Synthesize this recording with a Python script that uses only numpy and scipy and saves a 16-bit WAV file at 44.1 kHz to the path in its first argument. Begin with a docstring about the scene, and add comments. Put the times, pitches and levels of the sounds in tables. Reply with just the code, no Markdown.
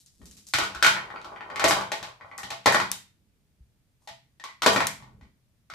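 """Glass marbles drop on the lid of a cardboard dispenser, roll about, fall through holes and knock down the
chutes onto other marbles; hands rustle on the box and bump the padded table softly. Two microphone ports stand
close by in a small quiet room, the box a little to their left. Card is damped modes set ringing by knocks,
faint ticks and fine grains, glass is short shaped pulses with scatter, the table is low modes and dull noise,
the room a tail of noise and standing waves, and the background steady shaped noise."""
import sys
import numpy as np
from scipy import signal
from scipy.fft import rfft, irfft, next_fast_len
from scipy.io import wavfile

SR = 44100
rng = np.random.default_rng(int(sys.argv[2]) if len(sys.argv) > 2 else 0)


def digitize_waveform(pressure):
    """Quantize a signal to 16-bit integers and store it at the path in sys.argv[1].

    Rows of a 2-D input are taken as channels; values are limited to [-1, 1].
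    """
    field = np.atleast_2d(pressure).T
    bounded = np.clip(field, -1, 1)
    quanta = np.round(bounded * 32767).astype(np.int16)
    wavfile.write(sys.argv[1], SR, quanta)


N = 253484


def from_db(db):
    """Decibels to gain."""
    return 10 ** (np.asarray(db) / 20)


def rms_one(x):
    """Scale to unit rms."""
    return x / np.sqrt(np.mean(x ** 2) + 1e-20)


def level(paths):
    """Summed gain in time of several level paths, each silent outside its own rows."""
    t, gain = np.arange(N) / SR, 0
    for rows in paths:
        s, db = np.transpose(rows)
        gain = gain + from_db(np.interp(t, s, db, left=-200, right=-200))
    return gain


def at_hz(points, hz):
    """Read a table on a log-frequency axis."""
    return np.interp(np.log(hz), np.log(np.array(points)[:, 0]), np.array(points)[:, 1])


def convolve(x, response):
    """Causal convolution, cut to length."""
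    size = next_fast_len(N + response.shape[-1])
    return irfft(rfft(x, size) * rfft(response, size), size)[..., :N]


def band_pass(x, order, low_hz, high_hz):
    """Keep one band of a sound."""
    return signal.sosfilt(signal.butter(order, [low_hz, high_hz], "band", fs=SR, output="sos"), x)


def high_pass(x, order, hz):
    """Take the bass out of a sound."""
    return signal.sosfilt(signal.butter(order, hz, "high", fs=SR, output="sos"), x)


# Left-right likeness of diffuse sound at the two ports: pitch_hz, likeness [0 to 1]
PORT_LIKENESS = [(60, 0.48), (250, 0.94), (600, 0.35), (1500, 0.062), (12000, 0.015)]


def bands(size, shape):
    """Half-octave bands of stereo noise with diffuse likeness, each weighted by shape(hz)."""
    out, edges = 0, 20 * 2 ** np.arange(0, 10, .5)
    white = rng.standard_normal((2, 2, size))
    for k, (low, high) in enumerate(zip(edges, edges[1:])):
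        mid, side = band_pass(white[k % 2], 2, low, high)
        hz = np.sqrt(low * high)
        alike = np.clip(at_hz(PORT_LIKENESS, hz), 0, 1)
        out = out + shape(hz) * (np.sqrt(1 + alike) * mid + np.sqrt(1 - alike) * side * [[1], [-1]])
    return out


def grains(per_s, spread_db):
    """Random small impacts of uneven size; rms 1."""
    sizes = from_db(spread_db * np.minimum(rng.exponential(1, N), 4)) * rng.choice([-1, 1], N)
    return rms_one(sizes * (rng.random(N) < per_s / SR))


def ring(clicks, hz, width_hz):
    """A click sets a damped sine ringing; the wider the mode, the faster it dies."""
    r, w = np.exp(-np.pi * width_hz / SR), 2 * np.pi * hz / SR
    return signal.lfilter([0, np.sin(w)], [1, -2 * r * np.cos(w), r * r], clicks + 1e-18)


# Card takes up a blow gradually: delay, and the extra width that sets how fast a mode swells
CARD_CONTACT_S, CARD_RISE_HZ = .0017, 645


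def swell(clicks, hz, width_hz):
    """A damped sine that swells before it dies: a slow ring less a fast one."""
    return ring(clicks, hz, width_hz) - ring(clicks, hz, width_hz + CARD_RISE_HZ)


# Knocks of marbles on card, and faint ticks at 0.804 and 2.64 s, levels before later gains: start_s [s],
# ring_db [dB, ring of the card], pitch_hz [Hz, favoured pitch], click_db [dB, bright click],
# rest_db [dB, modes away from that pitch]
KNOCKS_AND_TICKS = [(0.214, -48.5, 364, -62, -13), (0.535, -8, 1460, -18, -6),
                    (.583, -7, 1474, -21.5, -9.5), (0.612, -14, 1300, -41, 5),
                    (0.634, -23.5, 1435, -29.5, -13), (0.746, -24, 1410, -36.5, -24),
                    (0.758, -26, 1430, -49, -18.5), (0.804, -35.5, 1430, -50.5, -11.5),
                    (.824, -1.5, 1483, -15, -12), (.844, -1.5, 1420, -18.5, -2.5),
                    (.862, -4, 1530, -16, -24), (.933, -17.5, 1300, -64.5, -8),
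                    (.964, -19, 1004, -61.5, -1.5), (1.101, -32, 916, -54, -3.5),
                    (1.158, -24, 1300, -60, -10.5), (1.243, -27.5, 1328, -44, -3.5),
                    (1.359, -32, 1121, -57.5, -0.5), (1.406, -30.5, 1090, -56, 1),
                    (1.499, -30, 665, -50.5, 3.5), (1.557, -21, 1108, -34.5, -9.5),
                    (1.594, -15, 1400, -26.5, -7), (1.618, -16.5, 834, -61.5, -6.5),
                    (1.639, -3.5, 642, -16.5, -10.5), (1.675, -13.5, 1197, -47, -9),
                    (1.707, -9, 820, -20, 5.5), (1.808, -17.5, 1550, -35.5, -5),
                    (1.916, -18, 864, -26.5, -7), (2.026, -31, 824, -33.5, -2),
                    (2.208, -35, 1135, -60.5, -9.5), (2.312, -33, 1098, -60, -10.5),
                    (2.381, -29, 898, -48, -9), (2.43, -28.5, 837, -34, -10.5),
                    (2.502, -26.5, 850, -30, -7.5), (2.515, -28, 665, -47.5, -5),
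                    (2.64, -44, 1507, -52.5, -9.5), (2.657, -2, 935, -15.5, -10),
                    (2.668, -5, 601.6, -27.5, -13), (2.723, -11, 1882, -33.5, -5.5),
                    (2.743, -5, 591, -22, -7.5), (2.798, -13.5, 993, -28.5, -2),
                    (2.913, -29, 3640, -41.5, -30), (4.072, -33, 840, -40.5, -13),
                    (4.086, -39, 670, -42, -37), (4.396, -33.5, 1847, -48.5, -20.5),
                    (4.437, -26, 1089, -36, -16), (4.486, -35, 1113, -53.5, -19.5),
                    (4.618, -11, 1243, -23, -10), (4.63, -17, 1138, -26, -10),
                    (4.66, 0.5, 642.6, -13.5, -6.5), (4.673, -25.5, 643, -52, -5),
                    (4.689, -24, 1420, -36.5, -6), (4.728, -17.5, 657, -57.5, -7.5),
                    (4.759, -7.5, 610, -24, -6), (4.802, -12, 950, -27.5, -4.5),
                    (4.828, -32.5, 3300, -39, -11), (4.867, -21, 2300, -39, -11.5),
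                    (5.022, -42, 934, -54, -31), (5.209, -50, 921, -62, -10), (5.229, -53, 990, -64.5, -14),
                    (5.698, -27.5, 1350, -43.5, -10), (5.735, -33, 950, -43, -2)]


def strikes(gains):
    """One click per knock or tick, late by the contact time of card."""
    clicks = np.zeros(N)
    clicks[np.round((np.array(KNOCKS_AND_TICKS)[:, 0] + CARD_CONTACT_S) * SR).astype(int)] = gains
    return clicks


# Dispenser modes, before damping: pitch_hz [Hz], width_hz [Hz], level_db [relative dB]
BOX_MODES = [(114, 66, -16.5), (193.3, 4.8, -17.5), (280, 10, -12), (362.4, 24, -7), (454.6, 7.3, -13),
             (427, 160, -4.5), (483, 68, -8), (550, 71, -1.5), (595.6, 96, 0), (634, 460, 3),
             (671.5, 17, -3.5), (784.2, 39, 1), (835.6, 31, 2.5), (927, 43, -3), (1015, 53, 7.5),
             (1074, 63, 6.5), (1172, 49, 4), (1218, 100, 1), (1330, 62, 4), (1453, 39, 3), (1517, 150, 8.5),
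             (1785, 110, -1), (1790, 110, -1), (1857, 51, 1.5), (2013, 51, -3.5), (2173, 70, 2),
             (2313, 100, 4.5), (2460, 82, 0), (2560, 360, -4.5), (2950, 130, -0.5), (3190, 28, -7),
             (3250, 96, -9.5), (3602, 70, -8.5), (4170, 80, -9), (4670, 87, -6)]
HOLLOW_TOP_HZ = 1200   # modes of the hollow lie below, those of the panels above
# A blow on the hollow also rings a panel, higher up; the answer shifts with the strength of the blow
PANEL_ANSWER_DB, OVERTONE, PANEL_LOW_HZ, PANEL_TOP_HZ = 0, 2.1, 1745, 2040
PANEL_PER_DB, FIRM_KNOCK_DB = -0.1241, -11
HOLLOW_ANSWER_DB, HOLLOW_ANSWER_HZ = -10.5, 932   # a blow on a panel also rings the hollow
ANSWER_FOLLOWS = 0.3   # a blow that keeps to its spot also reaches the other part of the box less
LID_HZ, LID_OCTAVES, LID_SHARE = 363, .15, 0.54   # the whole lid flexes under landing marbles


def lid_flex(hz):
    """How much each mode shares in the flexing of the whole lid."""
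    return 1 / (1 + (np.log2(hz / LID_HZ) / LID_OCTAVES) ** 2)


def knock_gains(reach_octaves=0.091):
    """Each knock or tick (row) favours the modes (columns) near its own pitch, in hollow and panel."""
    _, peak, pitch_hz, _, rest_db = np.array(KNOCKS_AND_TICKS).T[:, :, None]
    hz, _, db = np.transpose(BOX_MODES)
    deep, low = pitch_hz < HOLLOW_TOP_HZ, hz < HOLLOW_TOP_HZ
    kept_db = ANSWER_FOLLOWS * (rest_db + 8)
    panel_answer_db = PANEL_ANSWER_DB + PANEL_PER_DB * (peak - FIRM_KNOCK_DB) + kept_db
    hollow_db = np.where(deep, 0, HOLLOW_ANSWER_DB + kept_db)
    panel_db = np.where(deep, panel_answer_db, 0)
    hollow_hz = np.where(deep, pitch_hz, HOLLOW_ANSWER_HZ)
    panel_hz = np.where(deep, np.clip(OVERTONE * pitch_hz, PANEL_LOW_HZ, PANEL_TOP_HZ), pitch_hz)
    away = np.log2(hz / np.where(low, hollow_hz, panel_hz)) / reach_octaves
    heft = np.where((hz < 700) & deep, from_db(0.27 * (peak + 15.0)), 1)   # heavy blows move the whole box
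    rest = from_db(rest_db)
    spot = rest * heft + 1 / (1 + away ** 2) ** 2   # every mode answers a little
    spot = spot + LID_SHARE * lid_flex(hz) * rest * ~deep
    side = np.sign(rng.standard_normal(away.shape))   # the spot lies on either side of a mode's nodal lines
    share = from_db(db + 2.5 * rng.standard_normal(away.shape)) * spot * side
    hollow_norm = np.linalg.norm(share * low, axis=1, keepdims=True)
    panel_norm = np.linalg.norm(share * ~low, axis=1, keepdims=True)
    share = share / np.where(low, hollow_norm, panel_norm)
    return share * from_db(peak + np.where(low, hollow_db, panel_db))


# Heavy blows shove the whole box; the thump grows faster than the blow
THUMP_HZ, THUMP_WIDTH_HZ, THUMP_DB, THUMP_GROWTH = 470, 370, -5, 1.0


def box_thump():
    """Knocks on the hollow shove the whole box: one broad, short, dull mode."""
    _, peak, pitch_hz, _, _ = np.transpose(KNOCKS_AND_TICKS)
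    gains = (pitch_hz < HOLLOW_TOP_HZ) * from_db(peak + THUMP_DB + THUMP_GROWTH * (peak + 4))
    return swell(strikes(gains), THUMP_HZ, THUMP_WIDTH_HZ)


# Fine contact on card, before later gains: marbles rolling, and in the second path (4.0 to 4.07 s)
# a hand rustling on the box; one path per list: start_s [s], level_db [dB]
ROLLS_AND_HAND_RUSTLE = [
    [(.6, -54.5), (.72, -41), (.82, -48), (1.0, -44), (1.12, -43), (1.25, -43), (1.4, -48), (1.55, -43),
     (1.66, -34.5), (1.76, -28), (1.9, -51), (2.05, -45.5), (2.18, -57.5), (2.24, -49.5), (2.4, -48.5),
     (2.55, -52.5), (2.64, -66.5)],
    [(4.0, -85), (4.02, -64.5), (4.07, -83)],
    [(2.67, -50), (2.78, -42), (2.86, -47.5), (2.95, -48)],
    [(4.67, -33.5), (4.79, -39.5), (4.9, -55), (5.05, -60), (5.19, -80), (5.23, -68), (5.35, -97)],
]
FINE_TOP_HZ = 2600   # fine contact is too soft to ring the highest modes
LID_FINE_SHARE, LID_CLEAR_S = 2.5, 1.5   # the lid flexes under rolling marbles until the last ones leave it


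def box(damping=1.523, fine_db=-36.5, fine_hz=890.0):
    """Knocks, ticks and the fine impacts of rolling and of a rustling hand ring the damped modes of the card."""
    hz, width_hz, db = np.transpose(BOX_MODES)
    gains = knock_gains()
    contact = level(ROLLS_AND_HAND_RUSTLE) * grains(per_s=500.0, spread_db=6.5)
    lid = 0.12 + 1 / (1 + (np.log2(hz / fine_hz) / 0.92) ** 2)   # fine contact drives the lid's own band
    soft = from_db(db + fine_db) * lid / (1 + (hz / FINE_TOP_HZ) ** 6)
    on_lid = np.arange(N) / SR < LID_CLEAR_S
    flexing = 1 + LID_FINE_SHARE * lid_flex(hz) ** 2 / lid
    rings = box_thump()
    for k in range(len(hz)):
        # each mode meets the grains a few samples later than the last
        rubbed = soft[k] * np.where(on_lid, flexing[k], 1) * np.roll(contact, 7 * k)
        rings = rings + swell(strikes(gains[:, k]) + rubbed, hz[k], damping * width_hz[k])
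    return high_pass(rings, 4, 95.)   # a small box radiates no deep bass


# Marbles clacking on each other, before later gains: start_s [s], top_db [dB, top of the click],
# straight_db [dB, part that comes straight], top_hz [Hz, where the top starts], body_db [dB against the top]
MARBLE_CLACKS = [(0.059, -52, -17, 5150, -14), (0.254, -46.5, -19, 5960, -9),
                 (0.309, -50, -15.5, 5850, -6.5), (0.366, -47, -21.5, 5820, -7),
                 (0.466, -42.5, -20, 5620, -14), (0.485, -47, -14.5, 5630, -15),
                 (1.213, -65.5, -12.5, 5900, 16), (1.674, -18.5, -30, 6000, -18),
                 (2.377, -37, -16.5, 6000, -9), (2.72, -27.5, -20.5, 6100, -7.5),
                 (2.913, -32, -6, 6980, -6), (4.729, -30.5, -17, 6040, -22.5), (4.867, -31, -5.5, 6720, -7)]
# Click of glass: pitch_hz [Hz], level_db [relative dB per Hz]
GLASS_COLOUR = [(150, -23), (500, -1.5), (1500, 4.5), (2500, 5.5), (4000, 7.5), (5500, 2.5), (7500, -3),
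                (10000, -11), (13000, -13), (15000, -30.5), (16500, -24)]
CONTACT_S = .0018   # delay for a contact to build up
SHEEN_HZ = 6000   # the top of a knock's click starts here
# Card dulls the top of a click, the more the softer it is
KNOCK_SHEEN_DB, SHEEN_PER_DB, FIRM_CLICK_DB = -8.5, 0.1, -18
KNOCK_STRAIGHT_DB = -15   # the walls of the box hide part of each click from view
KNOCK_SCATTER_S, CLACK_SCATTER_S = 0.01, .002   # a click inside the box scatters longer


def glass_clicks(scatter=4.02, beam_db=5.0, click_db=3.0):
    """A sharp pulse and its scatter off nearby marbles; returns direct sound and room feed."""
    knocks = [(s, db, db + KNOCK_SHEEN_DB + SHEEN_PER_DB * (db - FIRM_CLICK_DB),
               KNOCK_STRAIGHT_DB, KNOCK_SCATTER_S, SHEEN_HZ) for s, _, _, db, _ in KNOCKS_AND_TICKS]
    clacks = [(s, db + body_db, db, straight_db, CLACK_SCATTER_S, top_hz)
              for s, db, straight_db, top_hz, body_db in MARBLE_CLACKS]
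    s, click, sheen, in_view, scatter_s, top_hz = np.array(knocks + clacks).T[:, :, None]
    size = 256
    t, hz = np.arange(size) / SR, np.maximum(np.fft.rfftfreq(size, 1 / SR), 100)
    shape, top = from_db(at_hz(GLASS_COLOUR, hz)), 1 / (1 + (top_hz / hz) ** 6)
    body, shine = [shape * part / np.linalg.norm(shape * part, axis=1)[:, None] for part in (1 - top, top)]
    colour = from_db(click + click_db) * body + from_db(sheen + click_db) * shine
    echoes = scatter * rng.standard_normal((len(s), size)) * np.exp(-t / scatter_s) / (scatter_s * SR) ** .5
    echoes[:, [0, 50]] += .8, .55   # the pulse and its bounce off the table
    beam = from_db(beam_db * top)   # the treble is aimed at the listener more than at the walls
    bursts = np.roll(irfft(colour), 32, axis=1) * 200   # unit energy raised to an rms over a few ms
    aimed = irfft(rfft(bursts) * rfft(echoes) * beam) * from_db(in_view)
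    direct, spread = np.zeros((2, N + 512))
    for at, burst, seen in zip(np.round((s[:, 0] + CONTACT_S) * SR).astype(int), bursts, aimed):
        spread[at:at + size] += burst
        direct[at:at + size] += seen
    return direct[:N], spread[:N]


# Fingers shifting marbles in the palm, one path per list: start_s [s], level_db [dB before the mix]
PALM_RUSTLE = [
    [(0, -45.5), (.05, -73), (.2, -62), (.3, -55), (.53, -65)],
    [(4.0, -89.5), (4.02, -62), (4.07, -74)],
]


def fine_rubbing(grit_db=-14.0):
    """Rubbing in the palm, and grit of the rolling and hand rustle on card: dense small treble impacts."""
    rub = band_pass(grains(per_s=1500., spread_db=5.0), 2, 3800, 11000)
    grit = band_pass(grains(per_s=2900.0, spread_db=-2.0), 1, 2500, 5000)
    return level(PALM_RUSTLE) * rub + from_db(grit_db) * level(ROLLS_AND_HAND_RUSTLE) * grit


# Hands and arms leaning on the table, one path per list: start_s [s], level_db [dB before the mix]
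TABLE_LEANS = [
    [(0.15, -102), (0.206, -48), (0.5, -64)],
    [(3.2, -67.5), (3.67, -76), (3.8, -76.5)],
    [(4.95, -56.5), (5.252, -53.5), (5.4, -76)],
]
# Dull noise of the table: pitch_hz [Hz], level_db [relative dB per Hz]
THUD_COLOUR = [(12, -42), (20, -9.5), (65, 8.5), (151, -8), (189, 6.5), (325, -12), (359, -4), (520, -22),
               (600, -4), (780, -43), (1320, -120)]
# Bumps felt through the table top, before later gains: start_s [s], peak_db [dB], pitch_hz [Hz]
TABLE_BUMPS = [(0.224, -44, 57.2), (0.304, -71.5, 182.7), (0.546, -37, 108.5), (0.62, -38.5, 96.3),
               (0.759, -39.5, 63.84), (0.872, -35.5, 172), (1.644, -38, 85.5), (1.715, -52, 107.4),
               (2.022, -44, 199), (2.438, -42, 194.7), (2.512, -48.5, 117.6), (2.67, -33, 110.1),
               (2.831, -51, 188.2), (3.604, -43, 63.6), (4.109, -52.5, 160), (4.628, -48.5, 130),
               (4.67, -42.5, 105), (4.689, -43.5, 188.7), (4.815, -45, 185), (5.018, -47.5, 130),
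               (5.145, -49.5, 107.8), (5.172, -49.5, 126.4), (5.213, -50.5, 265), (5.222, -41, 70),
               (5.727, -48.5, 165)]
# Table-top modes: pitch_hz [Hz], width_hz [Hz]
TABLE_MODES = [(65, 14), (104, 15), (127, 3.6), (187, 19), (262, 6.7)]


def table(bump_db=4.5, rumble_db=-62.0):
    """Arms and fine contact on the box rumble in the table; bumps ring most the modes near their pitch."""
    s, peak, pitch_hz = np.transpose(TABLE_BUMPS)
    out = level(TABLE_LEANS) * rms_one(bands(N, lambda hz: from_db(at_hz(THUD_COLOUR, hz))))
    soft = np.hanning(200) / 100   # flesh and padding stretch the blow
    rumble = from_db(rumble_db) * level(ROLLS_AND_HAND_RUSTLE) * grains(per_s=270.0, spread_db=1.0)
    for hz, width_hz in TABLE_MODES:
        clicks = rumble * width_hz * (hz > 100)
        nearness = 1 / (1 + (np.log2(pitch_hz / hz) / 0.35) ** 2)
        clicks[np.round(s * SR).astype(int)] = from_db(peak + bump_db) * nearness
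        out = out + ring(np.convolve(clicks, soft)[:N], hz, width_hz)
    return out


# Standing waves between the table's rim and the walls: pitch_hz [Hz], level_db [relative dB]
STANDING_WAVES = [(186, -8.5), (260, -6), (363, -2.5), (405, -4.5), (446, -0.5), (508, 0.5), (550, -2),
                  (590, 0), (612, -1.5), (670, 1.5), (703, -7), (797, -0.5), (855, -1), (896, 1.5),
                  (918, 1), (1000, 2), (1080, -0.5), (1130, 2.5), (1201, 2), (1320, 0), (1370, -1),
                  (1449, -2.5), (1534, -4), (1836, -2.5), (1920, -3.5), (2141, -2)]
# Share against the diffuse tail, decay, phase shift of each port, one way or the other, in radians per kHz
# (capped at 1 radian; the step between the ports is twice this)
RECESS_DB, RECESS_T60_S, RECESS_SKEW = -12.5, .21, 0.81


def standing_waves(t):
    """Sines that die together, each with its phase skewed between the two ports."""
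    hz, db = np.transpose(STANDING_WAVES)[:, :, None]
    phase = 2 * np.pi * rng.random(hz.shape)
    skew = np.minimum(RECESS_SKEW * hz / 1000, 1) * rng.choice([-1, 1], hz.shape)
    waves = np.array([np.sum(from_db(db) * np.sin(2 * np.pi * hz * t + phase + way * skew), axis=0)
                      for way in (1, -1)])
    return waves * from_db(-60 * t / RECESS_T60_S)


# Decay of the room: pitch_hz [Hz], t60_s [s]
ROOM_DECAY = [(100, 0.74), (300, 0.3), (800, 0.28), (2000, 0.37), (5000, 0.31), (13000, 0.28)]
# Where standing waves rule, less of the tail is diffuse: pitch_hz [Hz], level_db [relative dB]
DIFFUSE_SHARE = [(150, 0), (330, -5), (1300, -5), (2500, 0)]
EARLY_DB, EARLY_S = -7, 0.0029   # slight raise of the first reflections, which swell in over a few ms


def room(dry, gap_s=0.0019, rise_s=0.0052):
    """Dense reflections swell in after a short gap: noise dying band by band, coloured by standing waves."""
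    t = np.arange(int(.7 * SR)) / SR
    tail = bands(len(t), lambda hz: from_db(at_hz(DIFFUSE_SHARE, hz) - 60 * t / at_hz(ROOM_DECAY, hz)))
    tail = tail * (1 + from_db(EARLY_DB) * np.exp(-t / EARLY_S))
    waves = standing_waves(t)
    tail = tail / np.linalg.norm(tail[0]) + from_db(RECESS_DB) * waves / np.linalg.norm(waves[0])
    tail = tail * np.clip((t - gap_s) / rise_s, 0, 1)
    return convolve(dry, tail / np.linalg.norm(tail[0]))


# Room hum and microphone hiss: pitch_hz [Hz], level_db [relative dB per Hz]
QUIET_COLOUR = [(12, -30), (20, -4), (128, -6), (156, -9), (428, -26.5), (616, -26), (1020, -32),
                (1430, -30.5), (2440, -31.5), (13600, -37.5), (16500, -35)]
QUIET_DB = -64.5   # rms at the microphone, before record()


def quiet():
    """Room hum and microphone hiss as steady shaped noise."""
    return from_db(QUIET_DB) * rms_one(bands(N, lambda hz: from_db(at_hz(QUIET_COLOUR, hz))))


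LEFT_DB = 4   # near sound is this much stronger in the left port


def scene():
    """Marbles and box, near and through the room, over table and background."""
    card, (clicks, spread), fine = box(), glass_clicks(), fine_rubbing()
    wet = room(from_db(3.5) * card + from_db(-2.5) * (spread + fine))
    close = card + clicks + fine
    near = np.array([close, np.roll(close, 1)])   # the right port hears the box a sample later
    return near * from_db([[LEFT_DB / 2], [-LEFT_DB / 2]]) + wet + table() + quiet()


CUTOFF_HZ = 16600


def record(dry):
    """The microphone drops the deepest bass, peaks are rounded, the top is cut."""
    rounded = 1.283 * np.tanh(high_pass(dry, 2, 38.) / 1.908)
    return signal.sosfilt(signal.cheby2(12, 70, CUTOFF_HZ, fs=SR, output="sos"), rounded)


dry = scene()
out = record(dry)
digitize_waveform(out)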